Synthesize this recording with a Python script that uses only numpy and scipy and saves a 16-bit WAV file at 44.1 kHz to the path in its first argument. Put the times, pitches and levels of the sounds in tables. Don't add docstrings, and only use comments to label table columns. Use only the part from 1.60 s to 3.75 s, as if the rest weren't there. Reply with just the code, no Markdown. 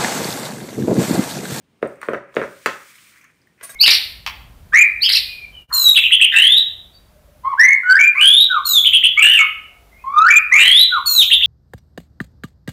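import sys
import numpy as np
from scipy import signal
from scipy.fft import rfft, irfft
from scipy.io import wavfile
from scipy.ndimage import uniform_filter1d

SR = 44100
rng = np.random.default_rng(int(sys.argv[2]) if len(sys.argv) > 2 else 0)


def boost_factor(decibels):
    exponent = np.asarray(decibels, float) / 20
    return 10 ** exponent


def inscribe(sig):
    pcm = np.round(np.clip(np.atleast_2d(sig).T, -1, 1) * 32767)
    wavfile.write(sys.argv[1], SR, pcm.astype(np.int16))


N = 94815


def clicks(times, db):
    x = np.zeros(N)
    index = np.clip((np.asarray(times) * SR).astype(int), 0, N - 1)
    np.add.at(x, index, boost_factor(np.asarray(db)))
    return x


def decay(t, t60):
    return 1000. ** (-t / t60)


def swell(t, rise):
    return 1 - np.exp(-(t / rise) ** 2)


def ring(x, hz, t60, rise=1e-4):
    t = np.arange(int(SR * .3)) / SR
    shape = swell(t, rise) * decay(t, max(t60, 1e-3))
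    return signal.fftconvolve(x, np.sin(2 * np.pi * hz * t) * shape)[:N]


def burst(x, t60):
    t = np.arange(int(SR * .3)) / SR
    envelope = signal.fftconvolve(x, decay(t, max(t60, 1e-3)))[:N]
    return envelope * rng.standard_normal(N)


def table_at(hz, table, column=1):
    points = np.array(table)
    return np.interp(np.log(hz), np.log(points[:, 0]), points[:, column])


def colour(x, table):
    hz = np.fft.rfftfreq(len(x), 1 / SR) + 1
    return irfft(rfft(x) * boost_factor(table_at(hz, table)), len(x))


def walk(rate):
    hold = max(int(SR / rate), 20)
    levels = rng.standard_normal(N // 20 + 1)[:N // hold + 1]
    return uniform_filter1d(np.repeat(levels, hold), hold)[:N]


def unit(x):
    return x / x.std()


# [Hz, dB]
HUM_COLOUR = [(30, -8), (150, -3.5), (330, -8.5), (600, -16), (2000, -23.5), (3000, -23), (8000, -37.5),
              (15000, -50)]


def hum():
    noise = unit(colour(rng.standard_normal(N), HUM_COLOUR))
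    return noise * boost_factor(-65.5 + 1.5 * walk(6.7))


# [s, dB]
WALL_ECHOES = [
    (.0045, -9.5),
    (0.0155, -20.5),
    (.039, -21.5),
]
# [Hz, dB, s]
ROOM_TAIL = [(120, -7, 0.59), (240, -4.5, 0.36), (525, -5, 0.36), (915, 0, 0.35), (2000, -4, 0.38),
             (3715, -2.5, 0.2), (7780, -4.5, 0.41), (14000, -14.5, 0.23)]


def reverberant_tail(t):
    tail = 0
    for hz in 100 * 2 ** np.arange(0, 7.5, 1 / 3):
        db, t60 = table_at(hz, ROOM_TAIL, 1), table_at(hz, ROOM_TAIL, 2)
        edges = [hz / 2 ** (1 / 6), hz * 2 ** (1 / 6)]
        sos = signal.butter(2, edges, "band", fs=SR, output="sos")
        band = signal.sosfilt(sos, rng.standard_normal(2 * len(t)))
        envelope = np.sqrt(uniform_filter1d(band ** 2, int(2.7 * SR / hz)))
        even = (band / envelope * band.std())[len(t):]
        fall = decay(t, t60)
        tail = tail + even * fall * boost_factor(db) / np.sqrt(np.sum(fall ** 2))
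    patchy_db = 1.6 * walk(150)[:len(t)]
    return tail * (1 - np.exp(-t / 0.0045)) * boost_factor(patchy_db)


def kitchen(x, wet_db):
    t = np.arange(SR // 2) / SR
    tail = reverberant_tail(t)
    walls = clicks(*np.array(WALL_ECHOES).T)[:len(t)]
    dull = signal.butter(2, 800, fs=SR, output="sos")
    cupboard = signal.sosfilt(dull, clicks([.02], [-8.5]))[:len(t)]
    return x + boost_factor(wet_db) * signal.fftconvolve(x, tail + walls + cupboard)[:N]


def grains(table, curve, grain_db, flutter_db, rate):
    level_db = grain_db * rng.exponential(size=N) + flutter_db * walk(rate)
    x = rng.standard_normal(N) * boost_factor(level_db)
    flow_db = np.interp(np.arange(N) / SR, *np.array(curve).T)
    return unit(colour(x, table)) * boost_factor(flow_db)


# [s, dB]
POUR_FLOW = [(.2, -76.5), (.27, -60), (0.399, -67), (0.428, -55.5), (0.569, -63), (0.619, -85),
             (0.719, -68), (.76, -54), (1.0, -51), (1.302, -49), (1.5, -52), (1.64, -62), (1.70, -68.5),
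             (1.96, -72), (2.02, -64), (2.041, -48), (2.15, -54)]
# [Hz, dB]
SUGAR_COLOUR = [(1800, -26.5), (3000, -2.5), (4000, -4.5), (8000, -5.5), (11000, -8), (15000, -4)]
# [s, dB]
SCRAPE_FLOW = [(0, -82), (.2, -76.5), (.36, -58.5), (.72, -59.5), (1.0, -56), (1.05, -52), (1.3, -52.5),
               (1.5, -57), (1.56, -55), (1.6, -57), (1.635, -57.5), (1.65, -52.5), (1.74, -68), (1.96, -74),
               (2.001, -55), (2.15, -51.5)]
# [Hz, dB]
SCOOP_COLOUR = [(350, -50.5), (600, -24), (815, -36), (982, -9.5), (1870, -2), (2360, 0), (3300, -22),
                (4290, -38.5), (7260, -120)]


def sugar():
    pour = grains(SUGAR_COLOUR, POUR_FLOW, grain_db=1.6, flutter_db=1.1, rate=40.16)
    scrape = grains(SCOOP_COLOUR, SCRAPE_FLOW, grain_db=1.3, flutter_db=1.7, rate=90)
    return pour + scrape


# [s, dB, dB]
SPOON_TOUCHES = [(2.029, -40, -44), (2.032, -37.5, -39), (2.036, -32.5, -57), (2.039, -46, -47),
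                 (2.045, -41.5, -67), (2.052, -69, -60.5), (2.094, -54, -39.5), (2.099, -64, -38.5),
                 (2.104, -62, -49), (2.110, -47, -54), (2.117, -43, -55), (2.146, -55, -41.5)]
# [Hz, dB, s]
SPOON_MODES = [
    [(655, -14.5, 0.29), (1108, -7.5, 0.089), (2000, -5, 0.033), (2563, -31, 0.06), (4590, -11.5, 0.18),
     (7500, -15, 0.061), (8300, -31, 0.035), (8580, -7, 0.063), (8765, -1, 0.076), (9440, 1.5, 0.12),
     (9860, -6, 0.042), (11700, 0.5, 0.069), (12900, -8, 0.037), (13430, -3, 0.03)],
    [(675, -7, 0.15), (1133, 1.5, 0.07), (1643, 2.5, .1), (3790, -9, 0.061), (5530, -5, 0.067),
     (6380, -6, 0.15), (6770, -1, 0.059), (8400, -4.5, 0.083), (8900, -30, .05), (8900, 0, 0.062),
     (10200, -4, 0.067), (11400, 1, 0.044), (12200, -6, .04), (14520, 4, .03)],
]
# [Hz, dB]
RASP_COLOUR = [(1000, -8), (7000, -4.5), (8200, 2), (9800, -0.5), (10800, 2), (12000, 7), (15500, -2)]


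def spoons():
    s, *spoon_dbs = np.array(SPOON_TOUCHES).T
    rings = 0
    for touch_db, modes in zip(spoon_dbs, SPOON_MODES):
        for hz, mode_db, t60 in modes:
            scatter_db = 3 * rng.standard_normal(len(s))
            tone = ring(clicks(s, touch_db + mode_db - 5.5 + scatter_db), hz, t60)
            rattle_db = 2.5 * walk(300 * (.2 + hz / 9000))
            rings = rings + tone * boost_factor(rattle_db)
    rasp = burst(clicks(s, np.maximum(*spoon_dbs) - 4.5), 0.096)
    return rings + colour(rasp, RASP_COLOUR)


# [s, dB, Hz]
TICKS = [(0.063, -87, 8550), (0.223, -38.5, 2750), (0.249, -44, 9100), (0.2745, -35.5, 8400),
         (0.358, -46, 8100), (0.415, -30.5, 8700), (0.4153, -42, 2080), (0.4157, -28.5, 1250),
         (0.4327, -35, 8700), (.467, -39, 8300), (0.495, -38, 8300), (0.5343, -28.5, 2770),
         (.542, -36, 2760), (0.75, -31, 6830), (.829, -37, 8700), (1.0616, -9.5, 2613),
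         (1.067, -20, 10800), (1.269, -40.5, 7170), (1.355, -35, 2150), (1.3851, -36, 2900),
         (1.41, -44, 3400), (1.47, -38.5, 2370), (1.519, -46.5, 1413), (1.574, -38, 2000),
         (1.576, -45, 6760), (1.6124, -38.5, 2326), (1.615, -44, 6250), (1.642, -38, 1868),
         (1.644, -38.5, 6330), (1.817, -46.5, 4910), (1.872, -42.5, 1870)]


def ticks():
    rings = 0
    for s, db, hz in TICKS:
        rings = rings + ring(clicks([s], [db - 0.5]), hz, t60=26 / hz, rise=1 / hz)
    s, db, _ = np.array(TICKS).T
    snap = burst(clicks(s, db - 14), .006)
    return rings + np.diff(snap, prepend=0)


# [Hz, dB, s]
BOWL_MODES = [(222.2, -15.5, 0.047), (296, -15.5, 0.028), (394, 3, 0.019), (460.4, 2, 0.02),
              (523, 1, 0.024), (602, -10.5, 0.011), (705, -19, 0.0082)]


def bowl(s, db):
    lag_s, rise_s = 0.0014, 0.0019
    hits = clicks(s + lag_s, db)
    body = sum(boost_factor(g) * ring(hits, hz, t60, rise_s) for hz, g, t60 in BOWL_MODES)
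    return signal.sosfilt(signal.butter(2, 170, "high", fs=SR, output="sos"), body)


# [Hz, dB, s]
COUNTER_MODES = [(64, -39.5, 0.22), (89.3, -32, 0.19), (130.4, -28.5, 0.22), (218.8, -20, 0.19)]


def counter(s, db):
    hits = clicks(s, db)
    return sum(boost_factor(g) * ring(hits, hz, t60, rise=0.026) for hz, g, t60 in COUNTER_MODES)


# [ratio, dB, s]
RIM_MODES = [(.5, -9, 0.012), (.75, 0.5, 0.01), (1.0, 6, 0.0072), (1.27, 3, 0.0063), (1.6, -8, 0.0084),
             (2.1, -15, 0.005)]


def rim(s, db, pitch_hz):
    scatter_db = 2.5 * rng.standard_normal((len(s), len(RIM_MODES)))
    out = np.zeros(N + 2000)
    t = np.arange(2000) / SR
    for j in range(len(s)):
        start = int(s[j] * SR)
        for k, (multiple, mode_db, t60) in enumerate(RIM_MODES):
            gain = (-1) ** k * boost_factor(db[j] + mode_db + scatter_db[j, k])
            shape = swell(t, 0.0004) * decay(t, t60)
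            out[start:start + len(t)] += gain * shape * np.sin(2 * np.pi * multiple * pitch_hz[j] * t)
    return out[:N]


# [Hz, dB, s]
SHELL_MODES = [(3440, 5.5, 0.0026), (4290, 8, 0.0017), (5550, 2.5, 0.0021), (8700, -1, 0.0021),
               (13500, 6, 0.00089)]


def shell(s, db):
    crack = burst(clicks(s, db - 16.5), .008)
    crunch = burst(clicks(s, db - 18.5 - 19), 0.29)
    return sum(boost_factor(g) * ring(crack + crunch, hz, t60) for hz, g, t60 in SHELL_MODES)


# [s, dB, dB, dB, Hz]
EGG_KNOCKS = [(0.217, -36, -58, -70, 1680), (0.2269, -5.5, -17.5, -36, 1715),
              (0.4161, -51, -31, -36.5, 1890), (0.4294, -35, -23, -37.5, 1490),
              (0.4329, -44.5, -28, -53.5, 1590), (0.4448, -62, -42.5, -60, 1550),
              (0.4769, -30, -55.5, -73, 1610), (0.4857, -8, -15.5, -49, 1500),
              (.5325, -11, -25, -49.5, 1330), (0.5338, -32, -19, -38, 1280),
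              (0.5379, -28, -25, -58.5, 1425), (.543, -27.5, -23.5, -56, 1511),
              (.5462, -26, -22.5, -56, 1740), (0.7424, -53, -40, -41.5, 1400),
              (.752, -30, -60.5, -59.5, 1510), (0.76, -27, -43.5, -32, 2300),
              (0.7665, -4.5, -9.5, -30.5, 1754), (0.815, -11, -21, -45.5, 1700),
              (0.8161, -26.5, -18.5, -38.5, 1400), (.826, -23, -25.5, -51.5, 1630),
              (0.8376, -30, -22.5, -39.5, 1670), (1.0598, -11.5, -5.5, -14, 1698),
              (1.064, -39.5, -17, -23.5, 1205), (1.0731, -41, -19, -33, 1600),
              (1.999, -66.5, -57.5, -59, 1790), (2.0098, -47, -40, -59, 1850),
              (2.0119, -46, -33.5, -41, 2000), (2.0935, -49, -40.5, -85, 1920)]


def knocks():
    s, body_db, rim_db, shell_db, rim_hz = np.array(EGG_KNOCKS).T
    return bowl(s, body_db) + counter(s, body_db) + rim(s, rim_db, rim_hz) + shell(s, shell_db)


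def scene():
    egg = kitchen(knocks() + ticks(), 0)
    jingle = kitchen(spoons(), -3)
    return (egg + jingle + sugar() + hum())[None]


def band_limit(x):
    return signal.sosfilt(signal.butter(12, 16480, fs=SR, output="sos"), x)


# [Hz, dB]
MIC_RESPONSE = [(20, -46), (60, -0.5), (150, 2), (7500, 0), (8700, 3.5), (9800, 1), (11000, -3.5),
                (14000, -3.5)]


def record(dry):
    ceiling = 1.3
    soft = ceiling * np.tanh(colour(dry[0], MIC_RESPONSE) / ceiling)
    top_cut = signal.ellip(10, .2, 60, 15600, fs=SR, output="sos")
    mix = signal.sosfilt(top_cut, soft)[None]
    return band_limit(mix)


dry = scene()
out = record(dry)
inscribe(out)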